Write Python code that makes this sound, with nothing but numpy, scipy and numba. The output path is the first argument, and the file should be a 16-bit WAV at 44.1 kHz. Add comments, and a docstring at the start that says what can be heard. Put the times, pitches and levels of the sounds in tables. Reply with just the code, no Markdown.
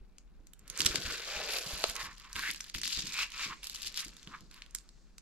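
"""In a small quiet room, close to a phone, a canvas under stiff plastic film is lifted and turned.
Handling it makes soft low thumps, creases snap and crinkle, and the loose sheet drums and pops faintly.
It is dragged down onto a wooden table, buckles with a loud pop and flops on the wood.
Palms then press and rub it flat, while the film goes on crackling.
Last come a few short presses, the soft brush of a sleeve and a snap as the hand lifts off."""
import sys
import numpy as np
from scipy import signal
from scipy.fft import rfft, irfft
from scipy.io import wavfile
from scipy.ndimage import uniform_filter1d
from numba import njit

SR = 44100
rng = np.random.default_rng(int(sys.argv[2]) if len(sys.argv) > 2 else 0)


def store_pcm(level_fs):
    """Save levels as 16-bit WAV."""
    pcm = np.round(np.clip(level_fs, -1, 1) * 32767).astype(np.int16)
    wavfile.write(sys.argv[1], SR, np.atleast_2d(pcm).T)


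N = 230145
MIC_LAG_SAMPLES = 3  # the left microphone is a little further from the sheet


def undb(db):
    """Turn decibels into a gain."""
    return 10 ** (np.asarray(db) / 20)


def curves(table):
    """Join a table's rows with straight lines in time, one curve per column."""
    times, *columns = np.transpose(table)
    return [np.interp(np.arange(N) / SR, times, column) for column in columns]


def colour(x, points):
    """Shape the tone along (Hz, dB) points, with a filter that never rings ahead of the sound."""
    size = 4096
    hz, db = np.transpose(points)
    grid = np.maximum(np.fft.rfftfreq(size, 1 / SR), 1)
    gains = undb(np.interp(np.log(grid), np.log(hz), db))
    cepstrum = irfft(np.log(gains))
    cepstrum[1:size // 2] *= 2
    cepstrum[size // 2 + 1:] = 0
    response = irfft(np.exp(rfft(cepstrum)))
    return signal.fftconvolve(np.atleast_2d(x), response[None], axes=1)[:, :x.shape[-1]]


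@njit
def resonate(x, hz, width):
    """Let through one band of pitches, whose centre and width may move."""
    y, band, low = np.empty(len(x)), 0., 0.
    for i in range(len(x)):
        g, damping = np.tan(np.pi * min(hz[i] / SR, .45)), width[i] / hz[i]
        v = (band + g * (x[i] - low)) / (1 + g * (g + damping))
        band, low, y[i] = 2 * v - band, low + 2 * g * v, damping * v
    return y


def ring(pair, hz, q):
    """Make both channels ring at one pitch; a higher q rings longer."""
    hz = hz * np.ones(pair.shape[1])
    return np.array([resonate(x, hz, hz / q) for x in pair])


def even(x, span_s):
    """Hold the average level at 1 while single clicks still stand out."""
    power = uniform_filter1d(np.mean(x ** 2, axis=0), max(int(span_s * SR / 2), 8))
    power = uniform_filter1d(power, max(int(span_s * SR), 8))
    return x / np.sqrt(np.maximum(power, 1e-6 * power.mean()))


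def pan(db):
    """Left and right gains, with the left louder by db."""
    return undb(np.array([[.5], [-.5]]) * db)


def add(out, s, sound):
    """Mix a short sound in at s seconds."""
    i = int(np.clip(s * SR, 0, N - 1))
    out[:, i:i + sound.shape[1]] += sound[:, :N - i]


def noise(size, apart):
    """Stereo noise; the larger apart is, the more left and right differ."""
    return (rng.standard_normal(size) + apart * rng.standard_normal((2, size))) / np.hypot(1, apart)


def clicks(rate, spread_db):
    """About rate random clicks a second, many small and a few large."""
    fired = np.flatnonzero(rng.random(N) < rate / SR)
    sizes = undb(spread_db * np.minimum(rng.exponential(size=len(fired)), 4))
    out = np.zeros(N)
    out[fired] = sizes * rng.choice([-1, 1], len(fired))
    return out


def flutter(rate):
    """A random wobble of size near 1 that turns rate times a second."""
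    hold = max(int(SR / rate), 2)
    steps = np.repeat(rng.standard_normal(N // 50), hold)[:N]
    return 1.2 * uniform_filter1d(steps, hold)


def place(pair):
    """Each crease lies at its own spot, so the delay between left and right varies a little."""
    right = np.pad(pair[1], (rng.integers(0, MIC_LAG_SAMPLES), 0))
    return np.array([pair[0], right[:pair.shape[1]]])


def microphones(pair):
    """The right microphone hears more bass and high treble, the left more of the low treble."""
    # how their tone differs: (frequency [Hz], left minus right [dB])
    difference = [(100, -5), (700, -2.5), (1300, -1.5), (2400, 1), (4400, 4.5), (6000, 0.5), (8100, -6.5),
                  (15000, -4)]
    return np.vstack([colour(x, [(hz, side * db) for hz, db in difference])
                      for x, side in zip(pair, (.5, -.5))])


def crease(crack_s, ring_s, ring_db, apart):
    """One crease: a sharp crack, then ripples that die away across the film."""
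    t = np.arange(SR // 50) / SR
    crack = np.exp(-t / crack_s) * noise(len(t), apart)
    ripples = undb(ring_db) * np.exp(-t / ring_s) * noise(len(t), 2 * apart)
    return (crack + ripples) / np.sqrt(np.sum((crack + ripples) ** 2) / 2)


def grains(rate, spread_db, apart, spots=12):
    """Clicks from several spots that each ring in their own way."""
    out = 0
    for _ in range(spots):
        hits = clicks(rate / spots, spread_db)
        spot = crease(crack_s=0.00012, ring_s=0.0017, ring_db=-19, apart=apart)
        out = out + signal.oaconvolve(hits[None], spot, axes=1)[:, :N]
    return out


def swell(s, attack_s, hold_s, release_s):
    """Power of a hand movement: it rises 20 dB over the attack, holds, and falls 20 dB per release."""
    t = np.arange(N) / SR - s
    away = np.maximum(-t / attack_s, (t - hold_s) / release_s)
    return undb(-20 * np.clip(away, 0, 10)) ** 2


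def room_tone():
    """The quiet room: a low rumble with a little hiss."""
    # tone of the room: (frequency [Hz], level [dB])
    rumble_colour = [(20, -8), (40, 3), (65, -20), (100, -28), (170, -18.5), (280, -24.5), (600, -35),
                     (1500, -39.5), (3000, -58), (4300, -50), (7500, -58), (9500, -55), (15000, -63)]
    rumble = colour(noise(N, apart=1.0), rumble_colour)
    return rumble / rumble.std() * undb(-58)


def room_echo(x, decay_s, level_db):
    """The table and near walls send back a short echo with the highest treble softened."""
    t = np.arange(SR // 2) / SR
    tail = rng.standard_normal((2, len(t))) * undb(-60 * t / decay_s) * (t > .003)
    tail /= np.sqrt(np.sum(tail ** 2) / 2)
    tail = colour(tail, [(200, 0.5), (1500, 2.0), (7000, 3.0), (14000, -10)])
    return undb(level_db) * signal.fftconvolve(x, tail, axes=1)[:, :N]


def sleeve():
    """A sleeve brushes along with a soft hiss."""
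    # tone of the cloth: (frequency [Hz], level [dB])
    cloth_colour = [(500, 0), (2500, -13.5), (4300, 1.5), (7400, -1), (8600, -9.5), (14000, -39)]
    # strength of the brushing: (time [s], level [dB])
    brushing = [(0, -90), (3.9, -61.5), (4.2, -66), (4.6, -75.5), (4.85, -72.5), (5.0, -72), (5.14, -77.5),
                (5.22, -78)]
    hiss = colour(noise(N, apart=0.84), cloth_colour)
    db, = curves(brushing)
    return hiss / hiss.std() * undb(db)


def drumming(rub_db):
    """The loose sheet booms like a drum skin whose tightness changes; lying flat, it barely sounds."""
    # the sheet tightens and slackens: (time [s], level [dB], pitch [ratio])
    tightening = [(0.65, -76, 0.79), (0.85, -54.5, .72), (1.25, -57, 0.97), (1.375, -46.5, 1.19),
                  (1.555, -47.5, 0.93), (1.61, -53, 0.94), (1.84, -54.5, 1.3), (2.02, -59.5, 1.22),
                  (2.15, -90, 1.1)]
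    # notes of the loose sheet: (frequency [Hz], level [dB])
    notes = [(415, -7.5), (540, 1), (690, -1.5)]
    # tone of the boom: (frequency [Hz], level [dB])
    boom_colour = [(90, -29.5), (250, -8), (400, 0), (560, -2.5), (680, -5.5), (850, -6.5), (1500, 2),
                   (4000, -45.5)]
    db, pitch = curves(tightening)
    t = np.arange(N) / SR
    loose = (t > tightening[0][0]) & (t < tightening[-1][0])
    pitch = pitch * np.exp(.04 * flutter(15))
    push = grains(rate=1500, spread_db=4, apart=0.071)
    boom = sum(undb(note_db) * ring(push, hz * pitch, q=8.2) for hz, note_db in notes)
    skin = even(colour(boom + 0.18 * push, boom_colour), span_s=0.16)
    return skin * (loose * undb(db) + undb(rub_db - 29.5))


def thumps():
    """Soft low thumps as the canvas is handled, buckles and lands: a low pulse plus a dull pat."""
    # the thumps: (time [s], level [dB], pitch [Hz], pat relative to that level [dB])
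    low_thumps = [(0.008, -45.5, 42.7, -12), (0.393, -46.5, 46.3, -11), (0.62, -51.5, 48.4, -7),
                  (0.7, -52, 120, -8.5), (0.797, -38, 333, -2), (0.855, -30.5, 70.4, -9),
                  (0.9, -34.5, 50, -18), (0.946, -30, 416, -9.5), (0.983, -37.5, 144, -15),
                  (1.051, -34.5, 68, -13.5), (1.075, -40, 45.7, -7.5), (1.362, -38.5, 48, -9),
                  (1.663, -42, 149.2, -7), (1.731, -34.5, 50, -11), (1.889, -41.5, 50, -13),
                  (2.03, -48, 149, -6), (2.08, -46.5, 55, -10), (2.355, -38.5, 54.9, -10.5),
                  (2.489, -46.5, 259, -2.5), (2.751, -35.5, 46.3, -8.5), (2.86, -49, 170, -5.5),
                  (2.971, -37.5, 48.9, -5.5), (3.039, -41.5, 144.7, -7), (3.459, -44, 261.9, -1.5),
                  (3.499, -47, 46, -5), (3.853, -48, 46.4, -14), (4.06, -45, 219.4, -5),
                  (4.272, -43.5, 171, -5.5), (4.41, -48.5, 160, -4)]
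    # dull tone of the pat: (frequency [Hz], level [dB])
    pat_colour = [(40, -18.5), (90, -9.5), (150, 1.5), (330, -3), (600, -17.5), (1500, -32), (5000, -60)]
    out, t = np.zeros((2, N)), np.arange(SR // 4) / SR
    rise = 1 - np.exp(-t / 0.0016)
    for s, db, hz, pat_db in low_thumps:
        pulse = rise * np.exp(-t * hz / .7) * np.sin(2 * np.pi * hz * t)
        pat = colour(rise * np.exp(-t / 0.048) * noise(len(t), apart=0.25), pat_colour)
        thump = 0.82 * pulse / np.abs(pulse).max() + undb(pat_db) * pat / np.abs(pat).max()
        add(out, s, undb(db) * thump)
    return out


def buckles():
    """The stiff canvas pops through and rings briefly."""
    # notes of the canvas: (frequency [Hz], level [dB], time to fade by 60 dB [s])
    notes = [(419, -9, 0.021), (639, -3.5, 0.018), (1316, -9, 0.012), (1450, -37, 0.014),
             (2840, -6.5, 0.011), (3750, -13.5, .007), (4200, 6.5, 0.0013), (5020, -9, .01),
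             (6400, -16, .006), (7060, -14, 0.011)]
    # when it buckles: (time [s], peak level [dB])
    pops = [(0.945, -26.5), (1.8405, -13)]
    out, t = np.zeros((2, N)), np.arange(SR // 20) / SR
    pop = sum((-1) ** k * undb(db - 60 * t / decay_s) * np.sin(2 * np.pi * hz * t)
              for k, (hz, db, decay_s) in enumerate(notes))
    for s, db in pops:
        add(out, s, pop[None] / np.abs(pop).max() * undb(db))
    return out


def sliding():
    """How loud the rubbing is and how it rings over time; the strongest stroke leads."""
    # strokes of canvas and palms; the touched patch rings higher as it shrinks:
    # (time at full speed [s], attack [s], hold [s], release [s], level [dB],
    #  patch pitch [Hz], its rise [octaves], patch ring [dB], air gap ring [dB])
    strokes = [(0.808, 0.13, .15, .12, -45, 1380, 0.1, -6, -8),
               (1.057, 0.075, 0.064, .25, -42.5, 1460, 0.039, -4, -14),
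               (1.349, .25, 0.045, 0.16, -42, 2560, 0, -14, -18),
               (1.501, 0.077, 0.065, .1, -40.5, 2454, 0.014, -4, -12),
               (1.732, 0.23, 0.16, .15, -48, 2836, -0.046, -12, -3),
               (1.958, 0.0058, 0.016, .05, -44, 1885, 0.051, -12, 10),
               (2.007, 0.032, .015, 0.025, -38, 1804, -0.07, 2.5, 10),
               (2.045, 0.017, 0.013, 0.096, -44, 1730, 0, 0, 15),
               (2.247, .12, 0.084, 0.11, -57, 1930, -0.34, -5, 8.5),
               (2.356, 0.00503, 0.038, 0.095, -42, 1467, 0.13, -2, 7),
               (2.439, .06, 0.06, 0.029, -38, 1639, 0.37, 8, -16),
               (2.55, 0.018, .13, .06, -62, 1700, 0.051, -1, -8),
               (2.749, .012, .006, 0.074, -48, 2430, -0.065, 10, -17),
               (2.871, 0.082, 0.16, .1, -51.5, 3004, 0.011, -3, -11),
               (3.189, 0.12, 0.048, 0.042, -36, 2430, 0.13, -1.5, -6),
               (3.407, .11, 0.036, 0.12, -39, 2514, -0.14, -3, -1.5),
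               (3.513, 0.088, 0.019, .02, -44.5, 1708, 0.044, -10, 19),
               (3.633, 0.0092, 0.034, 0.057, -53, 2700, 0.013, 1, -2),
               (3.741, 0.029, 0.14, 0.11, -57, 2501, 0.055, -6, -16),
               (3.976, 0.063, 0.051, 0.092, -49.5, 2260, -0.03, -14, -26),
               (4.101, .05, .13, 0.076, -66.5, 1510, 0.012, -12, -8),
               (4.279, 0.026, .1, 0.068, -58.5, 1380, -0.19, -13, 14),
               (4.336, 0.039, 0.011, 0.033, -45.5, 1140, -0.077, 20, 16),
               (4.541, 0.062, 0.045, 0.17, -59, 1505, -0.011, -17, -0.5),
               (4.74, 0.021, 0.045, 0.29, -71.5, 1400, 0.035, -15, -3)]
    resting_power = undb(-81) ** 2  # fingers shift on the canvas
    t = np.arange(N) / SR
    total = pitch = patch = gap = 0
    for s, attack_s, hold_s, release_s, db, hz, octaves, patch_db, gap_db in strokes:
        power = swell(s, attack_s, hold_s, release_s) * undb(db) ** 2
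        total += power
        pitch += power * np.interp(t, [s, s + hold_s], [hz, hz * 2 ** octaves])
        patch += power * patch_db
        gap += power * gap_db
    return 10 * np.log10(total + resting_power), pitch / total, patch / total, gap / total


def rubbing(db, patch_hz, patch_db, gap_db):
    """The weave catches and slips, ringing the touched patch and the air gap under the canvas."""
    # tone of the sliding weave: (frequency [Hz], level [dB])
    weave_colour = [(200, -20), (680, -25.5), (850, -13), (1080, -6), (1500, 0), (2600, 0), (4200, -5.5),
                    (7000, -23), (14000, -30.5)]
    stutter = grains(rate=4000, spread_db=1.4, apart=0.22) * undb(1.9 * flutter(110))
    slips = colour(stutter, weave_colour)
    patch = undb(patch_db) * ring(slips, patch_hz, q=7)
    air_gap = undb(gap_db) * ring(slips, hz=1053, q=6)
    return even(slips + 2 * (patch + air_gap), span_s=0.062) * undb(db + 1.2 * flutter(44.98))


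def bending():
    """How loud, how bright and how far to one side the film crinkles as it bends, all in dB."""
    # the film is lifted, dragged down, pressed flat and let go: (time at full strength [s], attack [s],
    # hold [s], release [s], level [dB], bright edge relative to that level [dB], left minus right [dB])
    bends = [(0.80, 0.081, 0.093, 0.13, -41.5, -13.5, -1), (0.948, 0.12, .23, 0.095, -42, -13, -0.5),
             (1.28, 0.2, 0.23, 0.11, -42.5, -16.5, 0), (1.52, 0.06, 0.048, 0.13, -38, -9, -2),
             (1.669, 0.14, 0.24, 0.065, -43, -10, -2.5), (2.003, 0.1, 0.043, 0.056, -44.5, -11, -2),
             (2.12, 0.081, 0.14, 0.11, -59, -16, -1), (2.377, 0.064, 0.14, 0.12, -45, -9, -1),
             (2.612, 0.011, 0.094, 0.039, -56.5, -11, 0), (2.75, 0.022, 0.038, 0.019, -45, -10.5, 1.5),
             (2.829, 0.032, .07, 0.11, -38.5, -11.5, 1), (2.932, 0.048, 0.064, .09, -37, -17.5, 0),
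             (3.066, 0.097, 0.064, .05, -44.5, -14, -2.5), (3.177, 0.076, 0.054, 0.044, -37.5, -14.5, -1.5),
             (3.412, .13, .04, 0.095, -39.5, -16.5, -1), (3.638, 0.018, .03, 0.044, -49.5, -5.5, -1.5),
             (3.738, 0.059, 0.021, 0.066, -44.5, -8, -0.5), (3.824, .03, 0.051, 0.057, -41.5, -11, -1),
             (3.969, .04, .03, 0.094, -40.5, -9, -1), (4.15, 0.096, .2, 0.24, -63, -16, 0),
             (4.527, .04, 0.07, 0.13, -63.5, -12, -0.5), (4.752, 0.011, 0.012, 0.11, -66, -3.5, 3)]
    body, edge, side = undb(-85.5) ** 2, undb(-99) ** 2, 0  # the film held still
    for s, attack_s, hold_s, release_s, db, edge_db, side_db in bends:
        power = swell(s, attack_s, hold_s, release_s) * undb(db) ** 2
        body += power
        edge += power * undb(edge_db) ** 2
        side += power * side_db
    return 10 * np.log10(body), 10 * np.log10(edge), side / body


def crinkle(db, edge_db, rub_db, spots=24):
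    """Tiny spots of film tick in flurries, each at its own pitch; sliding crowds the ticks into a blur."""
    # main tone of the ticks: (frequency [Hz], level [dB])
    body_colour = [(300, -9.5), (800, -37.5), (1500, -6.5), (3000, 0), (4500, 3.5), (5600, 0.5),
                   (7600, -2.5), (8800, -20), (12000, -30.5)]
    # their bright edge: (frequency [Hz], level [dB])
    edge_colour = [(3000, -42), (6500, -24), (8200, -4), (9800, 0), (12300, 7), (14000, -5), (16000, -14.5)]
    ticks_per_s = (1050 * undb(.8 * (rub_db + 50.5)) + 260) * undb(4 * flutter(70))
    ticks = 0
    for hz in np.geomspace(2500, 10000, spots):
        crack = crease(crack_s=.0002, ring_s=.0016, ring_db=-14, apart=.8)
        tick = place(ring(crack, hz, q=2.2))
        hits = clicks(ticks_per_s / spots, spread_db=2.3)
        ticks = ticks + signal.oaconvolve(hits[None], tick, axes=1)[:, :N]
    body = even(colour(ticks, body_colour), span_s=0.047) * undb(db)
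    edge = even(colour(ticks, edge_colour), span_s=0.038) * undb(edge_db)
    return body + edge


def snaps():
    """A big crease snaps through and rings a small spot of film; a sharp fold adds a bright edge."""
    # creases that snap through: (time [s], level over 1 ms [dB], pitch [Hz],
    # bright edge relative to the body [dB], left minus right [dB])
    creases = [(0.1837, -44.0, 6200, -15, 3), (0.4702, -48.0, 6800, -5, 4), (0.5349, -43.5, 3900, 4, -7),
               (0.5933, -48.0, 6700, -1, -7), (0.6791, -41.0, 6000, -4, -8), (0.7003, -29.5, 6600, -9, -7),
               (0.7759, -28.5, 5900, -6, -10), (0.791, -27.5, 6100, -10, -5), (0.797, -27.0, 6300, -14, -7),
               (0.8051, -17.5, 4600, -22, -5), (0.8066, -22.0, 4700, -14, -4),
               (0.8179, -21.0, 5100, -19, -5), (0.8494, -24.5, 4900, -9, -4), (0.859, -20.5, 5300, -12, -5),
               (0.862, -14.0, 4800, -14, -4), (0.8639, -14.5, 5300, -16, -4),
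               (0.8652, -18.0, 5200, -14, -4), (0.874, -28.0, 5500, -13, -4), (0.9107, -31.0, 3900, -19, 6),
               (0.9573, -20.5, 4500, -16, 3), (0.9586, -20.0, 4500, -19, 4), (1.1228, -31.5, 4700, -15, 1),
               (1.5861, -26.0, 4800, -18, -4), (1.8404, -19.5, 4000, -28, 0), (1.8979, -28.5, 5400, 1, -6),
               (1.9549, -31.5, 6200, -13, -7), (1.9642, -29.0, 4300, -9, -5),
               (2.1815, -45.5, 4900, -16, -3), (2.1989, -43.5, 3800, -12, 0),
               (2.3302, -33.5, 6000, -10, -4), (2.3577, -30.5, 2500, -15, -3),
               (2.3637, -28.5, 2800, -17, -2), (2.3938, -30.0, 4400, -8, -3), (2.5041, -26.5, 2600, -32, 2),
               (2.5125, -28.5, 5300, -1, -6), (2.5467, -34.5, 3700, -22, -2),
               (2.5605, -36.0, 4900, -11, -5), (2.6057, -33.5, 4400, -17, -3),
               (2.6085, -30.0, 5100, -14, 1), (2.6427, -38.5, 4500, -12, -4),
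               (2.6985, -35.5, 5300, -19, -3), (2.7437, -32.0, 3700, -11, -1),
               (2.7488, -27.0, 2900, -25, 0), (2.7839, -33.0, 5000, -14, -1),
               (2.8161, -28.5, 5900, -14, -3), (2.834, -29.0, 3800, -21, -1),
               (2.8552, -27.5, 4100, -20, -1), (2.8774, -25.5, 5000, -9, -1), (2.9281, -27.5, 5200, -13, 0),
               (2.9925, -28.5, 4600, -22, 4), (3.0701, -30.0, 4900, -15, -4),
               (3.1232, -33.0, 5200, -19, -1), (3.1415, -29.5, 4200, -12, 1), (3.3032, -42.0, 4500, -7, -4),
               (3.3198, -37.0, 3900, -14, -3), (3.6319, -35.5, 3300, -22, 0), (3.6436, -34.0, 6400, -5, -6),
               (3.6702, -30.5, 4400, -12, -2), (3.6978, -31.0, 4800, -8, -1), (3.7473, -33.0, 5600, -8, -4),
               (3.82, -32.5, 4900, -10, 1), (3.8724, -29.0, 4700, -17, 0), (3.9432, -35.0, 4300, -27, 2),
               (3.9744, -24.5, 4600, -11, 4), (3.9805, -29.5, 4900, -14, 4), (4.005, -29.5, 5800, -14, -6),
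               (4.0483, -35.0, 5800, -7, -3), (4.0824, -39.5, 5200, -10, -2),
               (4.1677, -42.5, 5500, -12, -5), (4.23, -44.0, 4500, -16, 0), (4.2742, -38.0, 3100, -32, -2),
               (4.4079, -48.0, 5300, -8, -2), (4.5128, -45.0, 5300, -12, -3), (4.5434, -45.5, 3800, -5, -3),
               (4.621, -36.0, 3100, -27, -1), (4.6629, -49.5, 3800, -14, -1),
               (4.7095, -50.0, 7000, -10, -8), (4.7494, -24.0, 7200, -6, -9), (4.7604, -40.0, 6900, -8, -3),
               (4.786, -41.0, 6200, -18, -5), (4.8909, -46.5, 5400, -18, 1), (5.1822, -40.5, 6200, -14, -4)]
    # tone of a snap: (frequency [Hz], level [dB])
    snap_colour = [(150, -14.5), (700, -13.5), (1400, 0), (4000, -2), (7500, -4.5), (9500, -7.5),
                   (12500, -2.5), (14000, -9.5), (16000, -20.5)]
    out, lead = np.zeros((2, N)), SR // 200
    until_snap_s = np.arange(lead)[::-1] / SR
    edge_hz = 9000
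    low, high = (signal.butter(4, edge_hz, kind, fs=SR, output="sos") for kind in ("low", "high"))
    for s, db, hz, edge_db, side_db in creases:
        crack = crease(crack_s=0.00051, ring_s=0.003, ring_db=-11.5, apart=0.73)
        crack = colour(crack, [(4000, 1), (8000, 1.0), (14000, -3)])
        # a faint noise swells just before each snap
        lead_in = undb(-23) * np.exp(-until_snap_s / 0.0013) * noise(lead, apart=0.41)
        burst = np.hstack([lead_in, crack])
        burst[:, lead] += 0.86 * rng.choice([-1, 1])  # the click of the snap itself
        stray_hz = hz * np.exp(0.17 * rng.standard_normal())
        ringing = undb(-11.5) * burst + ring(burst, hz, q=1.7) + 1.1 * ring(burst, stray_hz, q=17)
        whole = place(microphones(colour(ringing, snap_colour)))
        body, edge = signal.sosfilt(low, whole), signal.sosfilt(high, whole)
        snap = body / body.std() + undb(edge_db) * edge / edge.std()
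        snap /= np.sqrt(np.sum(snap ** 2, axis=1, keepdims=True) / (SR // 1000))
        sides = pan(side_db)
        add(out, s - lead / SR, snap * undb(db) * sides / np.sqrt(np.mean(sides ** 2)))
    return out


def scene():
    """All the handling sounds, heard by two microphones in the room."""
    crinkle_db, edge_db, side_db = bending()
    rub_db, patch_hz, patch_db, gap_db = sliding()
    surface = crinkle(crinkle_db, edge_db, rub_db) + rubbing(rub_db, patch_hz, patch_db, gap_db)
    sheet = surface * pan(side_db) + drumming(rub_db)
    left, right = microphones(sheet) + snaps() + buckles() + thumps()
    near = np.array([np.pad(left, (MIC_LAG_SAMPLES, 0))[:N], right])
    return near + room_echo(near, decay_s=0.18, level_db=-13.5) + room_tone() + sleeve()


def record(dry):
    """The phone cuts off the very highest treble."""
    top_hz = 15900
    return signal.sosfilt(signal.ellip(8, .2, 70, top_hz, fs=SR, output="sos"), dry)


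dry = scene()
out = record(dry)
store_pcm(out)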